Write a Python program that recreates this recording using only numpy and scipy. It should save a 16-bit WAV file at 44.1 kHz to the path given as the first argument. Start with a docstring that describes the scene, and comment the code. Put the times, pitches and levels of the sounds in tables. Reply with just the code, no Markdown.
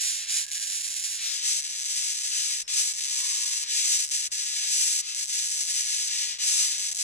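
"""A large beetle lies on its back on a stone floor and stridulates, close to a two-port microphone.
A scraper on its abdomen snaps over the teeth of a file: each tooth is a sharp click that rings the shell.
Slow drags tick and rasp, fast sweeps merge into a hiss. It rolls over a little, which changes the colour.
A faint hum and a thin squeak are narrow bands of noise; very quiet shaped noise is the still air."""
import sys
import numpy as np
from scipy import signal
from scipy.fft import rfft, irfft
from scipy.io import wavfile
from scipy.ndimage import map_coordinates

SR = 44100
rng = np.random.default_rng(int(sys.argv[2]) if len(sys.argv) > 2 else 0)


def output_pcm(signal):
    """Save a mono or channel-first signal as 16-bit PCM at the path in sys.argv[1].

    Samples are clipped to [-1, 1] before scaling.
    """
    pcm = np.clip(np.atleast_2d(signal).T, -1, 1) * 32767
    wavfile.write(sys.argv[1], SR, np.round(pcm).astype(np.int16))


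N = 310023

# start and end of the body's roll: (t/s, t/s)
ROLL_TIMES = (1.18, 1.4)


def amp(db):
    """Decibels to gain."""
    return 10 ** (np.asarray(db) / 20)


def evened(x):
    """Scales to rms 1."""
    return x / np.sqrt(np.mean(x ** 2) + 1e-20)


def read(freqs, values, hz):
    """Joins spectrum points on a log-frequency axis."""
    return np.interp(np.log(hz + 1), np.log(np.asarray(freqs) + 1), values)


def wander(hz):
    """Smooth random curve of rms 1, moving mostly slower than hz times a second."""
    f = np.fft.rfftfreq(N, 1 / SR)
    smoothed = rfft(rng.standard_normal(N)) / (1 + (f / hz) ** 4)
    return evened(irfft(smoothed, N))


def causal(db, size=2048):
    """Minimum-phase response of energy 1, with its spectrum shaped by the dB per bin."""
    log_gain = np.log(amp(np.r_[db, db[-2:0:-1]]))
    response = np.fft.ifft(np.exp(np.conj(signal.hilbert(log_gain)))).real[:size // 2]
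    return response / np.linalg.norm(response)


def contact(t, start, end, grab_db_per_s=4500, release_db_per_s=2200):
    """Level in dB of the scraper's hold on the file: full from start to end, falling away outside."""
    return -grab_db_per_s * np.maximum(start - t, 0) - release_db_per_s * np.maximum(t - end, 0)


def sweep(t, start, end, crest, start_rate, top_rate, end_rate, db, lift_db, bite_db):
    """The scraper presses in up to a crest of speed, then brakes or lifts off; power follows speed and pressure."""
    swell_curve, brake_curve, lift_curve = 2.1, 1.9, 2.74  # powers of the distance from the crest
    swell_db = 9  # the touch at the start is this much lighter
    bite_per_db = 1.04  # pressing harder sharpens the snaps
    u = np.clip((t - start) / (end - start), 0, 1)
    before = np.maximum(1 - u / crest, 0) ** swell_curve
    after = np.maximum((u - crest) / (1 - crest), 0)
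    rise = (start_rate - top_rate) * before
    brake = (end_rate - top_rate) * after ** brake_curve
    rate = top_rate + rise + brake
    pressure_db = -swell_db * before - lift_db * after ** lift_curve
    level_db = db + pressure_db + 10 * np.log10(rate / top_rate) + contact(t, start, end)
    return rate, level_db, bite_db + bite_per_db * pressure_db


def drag(t, judder, start, end, rate, speed_up, db, bite_db, edge_speed=0.7):
    """The scraper crawls at even pressure, in a shallow, leaning, juddering arch of speed."""
    u = np.clip((t - start) / (end - start), 0, 1) - .5
    arch = edge_speed ** ((2 * u) ** 2)  # slower at both ends
    speed = arch * 2 ** (speed_up * u) * judder
    level_db = db + 10 * np.log10(speed) + contact(t, start, end)
    return rate * speed, level_db, np.full_like(t, bite_db)


def motion(size=16, judder_db=1.19, judder_hz=20, rest_rate=400, rest_db=-57):
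    """Teeth per s, level dB and bite dB through time; where strokes overlap, the stronger has the scraper."""
    # fast strokes that swell into a hiss: (start t/s, end t/s, place of the crest 0-1,
    # rate at start, crest and end/teeth per s, level/dB, lift-off at the end/dB,
    # bite at the crest, treble over bass/dB before the scraper's bite depth)
    sweeps = [(0.0, 0.264, .05, 500, 725, 674, -25.5, 8, 3),
              (0.263, 0.454, 0.47, 710, 1330, 280, -24, 3, 3), (1.03, 1.2, .48, 620, 926, 650, -29, 5, 3.5),
              (1.165, 1.421, .47, 1020, 1320, 870, -26, 5, 0),
              (1.395, 1.604, 0.49, 1016, 1250, 326, -23.5, 0, 2),
              (2.271, 2.624, 0.27, 876, 1520, 383, -26, 0, 0),
              (2.679, 2.928, .42, 1050, 1320, 272, -23, 1, 3),
              (3.655, 3.879, .5, 904, 2850, 2000, -24, 1, 0),
              (3.761, 4.05, .52, 1000, 1200, 290, -22, 0, 2.5),
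              (4.617, 5.013, 0.36, 747, 950, 410, -23, 0, 3.5),
              (4.999, 5.141, 0.62, 1054, 1330, 1200, -31, 2, -3),
              (6.001, 6.377, 0.51, 692, 1030, 840, -26, 10, -2),
              (6.386, 6.779, .31, 1000, 1400, 700, -22, 6, 3)]
    # slow strokes that tick and rasp: (start t/s, end t/s, rate before arch, lean and judder/teeth per s,
    # speed-up from start to end/octaves, level before the speed changes/dB, bite/dB before the bite depth)
    drags = [(0.452, 0.511, 187, 0.34, -37.5, 1), (0.516, 0.636, 310, 0.12, -30.5, 2.5),
             (0.6, 0.902, 516, -0.021, -28.5, 3), (0.88, 1.12, 370, -0.019, -29.5, 3),
             (1.608, 1.77, 380, 0.85, -31.5, -1), (1.765, 1.855, 256, -0.58, -31.5, 0.5),
             (1.849, 2.19, 650, 0.04, -27.6, 1), (2.15, 2.36, 450, 0.33, -28.5, 1),
             (2.931, 2.999, 282, 1.14, -32.5, 2.5), (2.984, 3.131, 440, -0.26, -28, 0.04),
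             (3.099, 3.441, 606, 0.082, -26.5, 1), (3.399, 3.636, 545, -0.32, -27.5, 1),
             (3.62, 3.68, 1160, -.4, -34, -7.5), (4.05, 4.107, 187, -0.34, -35.5, 3),
             (4.112, 4.213, 624, -.2, -25, 2), (4.201, 4.274, 650, -0.25, -27.5, 0.5),
             (4.308, 4.318, 320, 0.53, -42.5, 2), (4.318, 4.501, 580, -.1, -28.5, -0.2),
             (4.459, 4.687, 760, 0.092, -27.5, -1.5), (5.15, 5.243, 440, -0.38, -29, 1.1),
             (5.249, 5.3, 210, 0.81, -31.5, 4.5), (5.294, 5.435, 567, 0.14, -26.5, 1.2),
             (5.44, 5.7, 377, -0.12, -27, 3.5), (5.671, 5.838, 460, -0.26, -26.3, 1.5),
             (5.819, 6.041, 714, -.5, -26.5, 0.45), (6.03, 6.16, 410, .8, -29, 2.5),
             (6.781, 6.903, 407, -0.15, -27.5, 0.5), (6.902, 6.937, 150, -0.46, -34, 3),
             (6.948, 6.98, 210, .4, -30, 5.5), (6.983, 7.029, 392, -0.47, -27.5, 3)]
    t = np.arange(0, N, size) / SR
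    judder = amp(judder_db * wander(judder_hz)[::size])
    # between strokes the scraper barely touches the file: very faint ticking
    rest = np.outer([rest_rate, rest_db, 0], np.ones_like(t))
    fast = [sweep(t, *row) for row in sweeps]
    slow = [drag(t, judder, *row) for row in drags]
    strokes = np.array([rest] + fast + slow)
    strongest = strokes[strokes[:, 1].argmax(axis=0), :, np.arange(len(t))]
    return [np.interp(np.arange(N) / SR, t, control) for control in strongest.T]


def teeth(rate, db, slow_jitter=.24, fast_jitter=.14, racing_jitter=0.36, uneven_db=3, grip_db=0.75,
          rebound_db=-11, rebound_s=0.00037):
    """A snap per tooth, then a weak rebound; timing is evener in fast strokes, uneven at the fastest rates."""
    travel = np.cumsum(rate) / SR  # in teeth
    tooth = np.arange(int(travel[-1]))
    spacing, size, late, bounce = rng.standard_normal((len(tooth), 4)).T
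    tooth_rate = np.interp(tooth, travel, rate)
    jitter = np.interp(tooth_rate, [400, 1300, 3000], [slow_jitter, fast_jitter, racing_jitter])
    slip = signal.lfilter([1], [1, -.9], jitter * spacing)  # each slip carries over to the next teeth
    at = np.searchsorted(travel, tooth + slip).clip(0, N - 1)
    # the scraper lets go at a nearly fixed force: snaps may be weak, but are never much too strong
    snap = evened(amp(-uneven_db * abs(size) ** 1.31))
    # the root keeps the power at the stroke's level, however dense the teeth
    grip = amp(db + grip_db * wander(17)) * np.sqrt(SR / rate)
    force = snap * grip[at]
    again = at + (SR * rebound_s * np.exp(late / 2)).astype(int)
    rebounds = np.bincount(again, amp(rebound_db) * force * bounce, N)[:N]
    return np.bincount(at, force, N) + rebounds


def chatter(db, per_s=900, size_db=4, level_db=-18):
    """Tiny slips between the teeth: random impulses that follow the level of the strokes."""
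    sizes = amp(size_db * rng.standard_normal(N).clip(-2, 1))
    slips = (rng.random(N) < per_s / SR) * sizes
    return evened(slips) * amp(level_db + db)


def scraper(bite_depth=1.66, split_hz=5800, catch_db=7):
    """All the snaps on the file; sharper ones carry more treble at the expense of bass."""
    # single hard snaps where the scraper catches at the turn of a stroke: (t/s, level before catch_db/dB)
    catches = [(0.5157, -13), (1.6043, -25), (2.6798, -14), (4.049, -17.5), (4.1125, -16), (4.3185, -27),
               (5.1477, -11), (6.9168, -12), (6.9472, -15)]
    s, peak_db = np.transpose(catches)
    rate, db, bite_db = motion()
    hard_snaps = np.bincount((s * SR).astype(int), amp(peak_db + catch_db), N)
    x = teeth(rate, db) + chatter(db) + hard_snaps
    bass = signal.sosfiltfilt(signal.butter(2, split_hz, fs=SR, output="sos"), x)
    treble = x - bass
    tilt = amp(bite_depth * bite_db / 2)
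    return (bass / tilt + treble * tilt) / np.sqrt((tilt ** 2 + tilt ** -2) / 2)


def floor_echo(x, first_s=0.000454, last_s=0.000638, echo_db=-10):
    """While the body rolls, its echo off the floor lengthens and a comb slides down through the rasp."""
    n = np.arange(N)
    rolled = np.interp(n / SR, ROLL_TIMES, [0, 1])
    delay = SR * (first_s + rolled * (last_s - first_s))
    gain = amp(echo_db) * np.sin(np.pi * rolled)  # strongest halfway through the roll
    echo = map_coordinates(x, [n - delay], order=3)
    return (x + gain * echo) / np.sqrt(1 + gain ** 2)


def leg_echoes(x, echo_db=-18, sway_s=0.000207, sway_hz=1.55, count=3):
    """Weak early echoes whose paths sway as the beetle rocks and flails."""
    n = np.arange(N)
    paths = [SR * (s + sway_s * wander(sway_hz)) for s in np.geomspace(.002, .007, count)]
    # the echoes alternate in sign
    echoes = sum((-1) ** k * map_coordinates(x, [n - path], order=3) for k, path in enumerate(paths))
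    return (x + amp(echo_db) * echoes) / np.sqrt(1 + count * amp(echo_db) ** 2)


def surroundings(x, left_wet_db=-9, right_wet_db=-4, t60=0.03, far_db=-20, far_t60=0.077):
    """Legs, floor and walls scatter each click into a short diffuse tail, unrelated at the two ports."""
    t = np.arange(SR // 5) / SR
    near = amp(-60 * t / t60) ** 2
    far = amp(far_db - 60 * t / far_t60) ** 2
    decay = (near + far) * (t > .0005)
    energy = abs(signal.oaconvolve(x ** 2, decay / decay.sum())[:N])
    tail = np.sqrt(energy) * rng.standard_normal((2, N))
    return x + amp([[left_wet_db], [right_wet_db]]) * tail


def far_port(x, gain_db, lead_ms, size=2048):
    """Sound bends round the housing and reaches the right port late and ringing."""
    # resonances of the path: (f/Hz, width/Hz, level before gain_db/dB, lag before lead_ms is taken off/ms)
    port_modes = [(1014, 1157, 13, 0.5973), (1439, 940, 13, 0.3663), (2580, 900, -22, 0.022),
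                  (4020, 2400, 5, 0.07), (4645, 3400, 1.5, 0.2053), (5870, 860, -3.5, 0.15),
                  (6566, 1860, -2.5, 0.18), (8135, 1020, 6, 0.2698), (9920, 2670, 10, 0.2536),
                  (10415, 1560, 15.5, 0.2182), (11170, 430, 5, 0.191), (13600, 2300, 3.5, 0.2015)]
    hz = np.fft.rfftfreq(size, 1 / SR)
    path = 0
    for f, width, db, lag in port_modes:
        delay = np.exp(-2j * np.pi * hz * (lag - lead_ms) / 1000)
        path = path + amp(db) * delay / (1 + 2j * (hz - f) / width) ** 2
    return signal.oaconvolve(x, irfft(amp(gain_db) * path)[:size // 4])[:N]


def beetle(before_db=-3, after_db=-0.3, right_db=-2.35, size=2048):
    """Tooth impulses ring the shell, which crossfades between two postures as the body rolls."""
    # relative colour of the shell's click: (f/Hz, before the roll/dB, after the roll/dB,
    # extra beamed to the right before the roll/dB)
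    shell = [(202.4, -38, -47, 6.5), (600, -47, -46.5, 4), (1256, -24.5, -26, 2.5), (1570, -16, -21, 3),
             (2277, -7, -12.5, 2), (3340, -4, -7.5, 1), (4470, 0.5, -2, -0.5), (6200, -0.7, 0.5, 5.5),
             (7330, 1.5, -1, 5.5), (8250, -10.5, -6, 5), (9705, -5, -10.5, 6), (11750, -16.5, -24.5, -7.5),
             (15100, -21, -28.5, 3)]
    hz = np.fft.rfftfreq(size, 1 / SR)
    freqs, before, after, beam = np.transpose(shell)
    rolled = np.interp(np.arange(N) / SR, ROLL_TIMES, [0, np.pi / 2])
    clicks = surroundings(leg_echoes(floor_echo(scraper())))
    before_ring = causal(read(freqs, before, hz))[None]
    after_ring = causal(read(freqs, after, hz))[None]
    early = signal.oaconvolve(clicks * np.cos(rolled) ** 2, before_ring, axes=1)[:, :N]
    late = signal.oaconvolve(clicks * np.sin(rolled) ** 2, after_ring, axes=1)[:, :N]
    early_right = far_port(early[1], right_db + read(freqs, beam, hz), lead_ms=0.052)
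    late_right = far_port(late[1], right_db, lead_ms=0)
    early = np.array([early[0], early_right])
    late = np.array([late[0], late_right])
    return amp(before_db) * early + amp(after_db) * late


def air(level_db=-58, opposed=0.39, swell_db=1.6, swell_hz=5):
    """Still air: very quiet, gently uneven shaped noise, partly opposite in sign at the two ports."""
    # relative colour of the noise: (f/Hz, level/dB)
    air_colour = [(20, 6.5), (45, -3), (75, 4.5), (150, -1.5), (250, -13), (400, -5.5), (800, -9.5),
                  (2000, -2), (6000, -8), (15000, -32)]
    colour = amp(read(*np.transpose(air_colour), np.fft.rfftfreq(N, 1 / SR)))
    a, b = irfft(rfft(rng.standard_normal((2, N))) * colour, N)
    right = np.sqrt(1 - opposed ** 2) * b - opposed * a
    return amp(level_db + swell_db * wander(swell_hz)) * evened(np.array([a, right]))


def whistle(rows, width_hz, left_db, fade_db_per_s):
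    """Fuzzy narrow bands that fade in, hold and fade out: tones multiplied by slow complex noise."""
    t = np.arange(N) / SR
    fuzz = wander(width_hz) + 1j * wander(width_hz)
    tones = 0
    for start, end, hz, db in rows:
        fade_db = fade_db_per_s * abs(t - np.clip(t, start, end))
        tones = tones + amp(db - fade_db) * np.exp(2j * np.pi * hz * t)
    return amp([[left_db], [0]]) * (tones * fuzz).real


def faint_hum():
    """A faint hum of narrow bands, some at about the tooth rate; slow to fade, stronger on the right."""
    # (hold start t/s, hold end t/s, f/Hz, level on the right/dB)
    hum_bands = [(0.35, 0.65, 1678, -52.5), (3.16, 3.55, 1080, -57), (4.58, 4.85, 721.5, -67),
                 (6.5, 6.68, 1099, -58.5), (6.72, 7.0, 723.7, -67)]
    return whistle(hum_bands, width_hz=63, left_db=-10.5, fade_db_per_s=126)


def thin_squeak():
    """A thin high band in two of the pauses, quick to fade and nearly even left to right."""
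    # (hold start t/s, hold end t/s, f/Hz, level on the right/dB)
    squeak_bands = [(2.625, 2.665, 5340, -53), (4.065, 4.1, 5404, -60)]
    return whistle(squeak_bands, width_hz=220, left_db=1.0, fade_db_per_s=1000)


def scene():
    """The beetle, with a faint hum and a thin squeak, over still air."""
    return beetle() + air() + faint_hum() + thin_squeak()


def record(dry, edge_hz=15700):
    """The band limit: a steep linear-phase low-pass removes the top treble."""
    lowpass = signal.firwin(301, edge_hz, window=("kaiser", 9), fs=SR)
    return signal.oaconvolve(dry, lowpass[None], "same", axes=1)


dry = scene()
out = record(dry)
output_pcm(out)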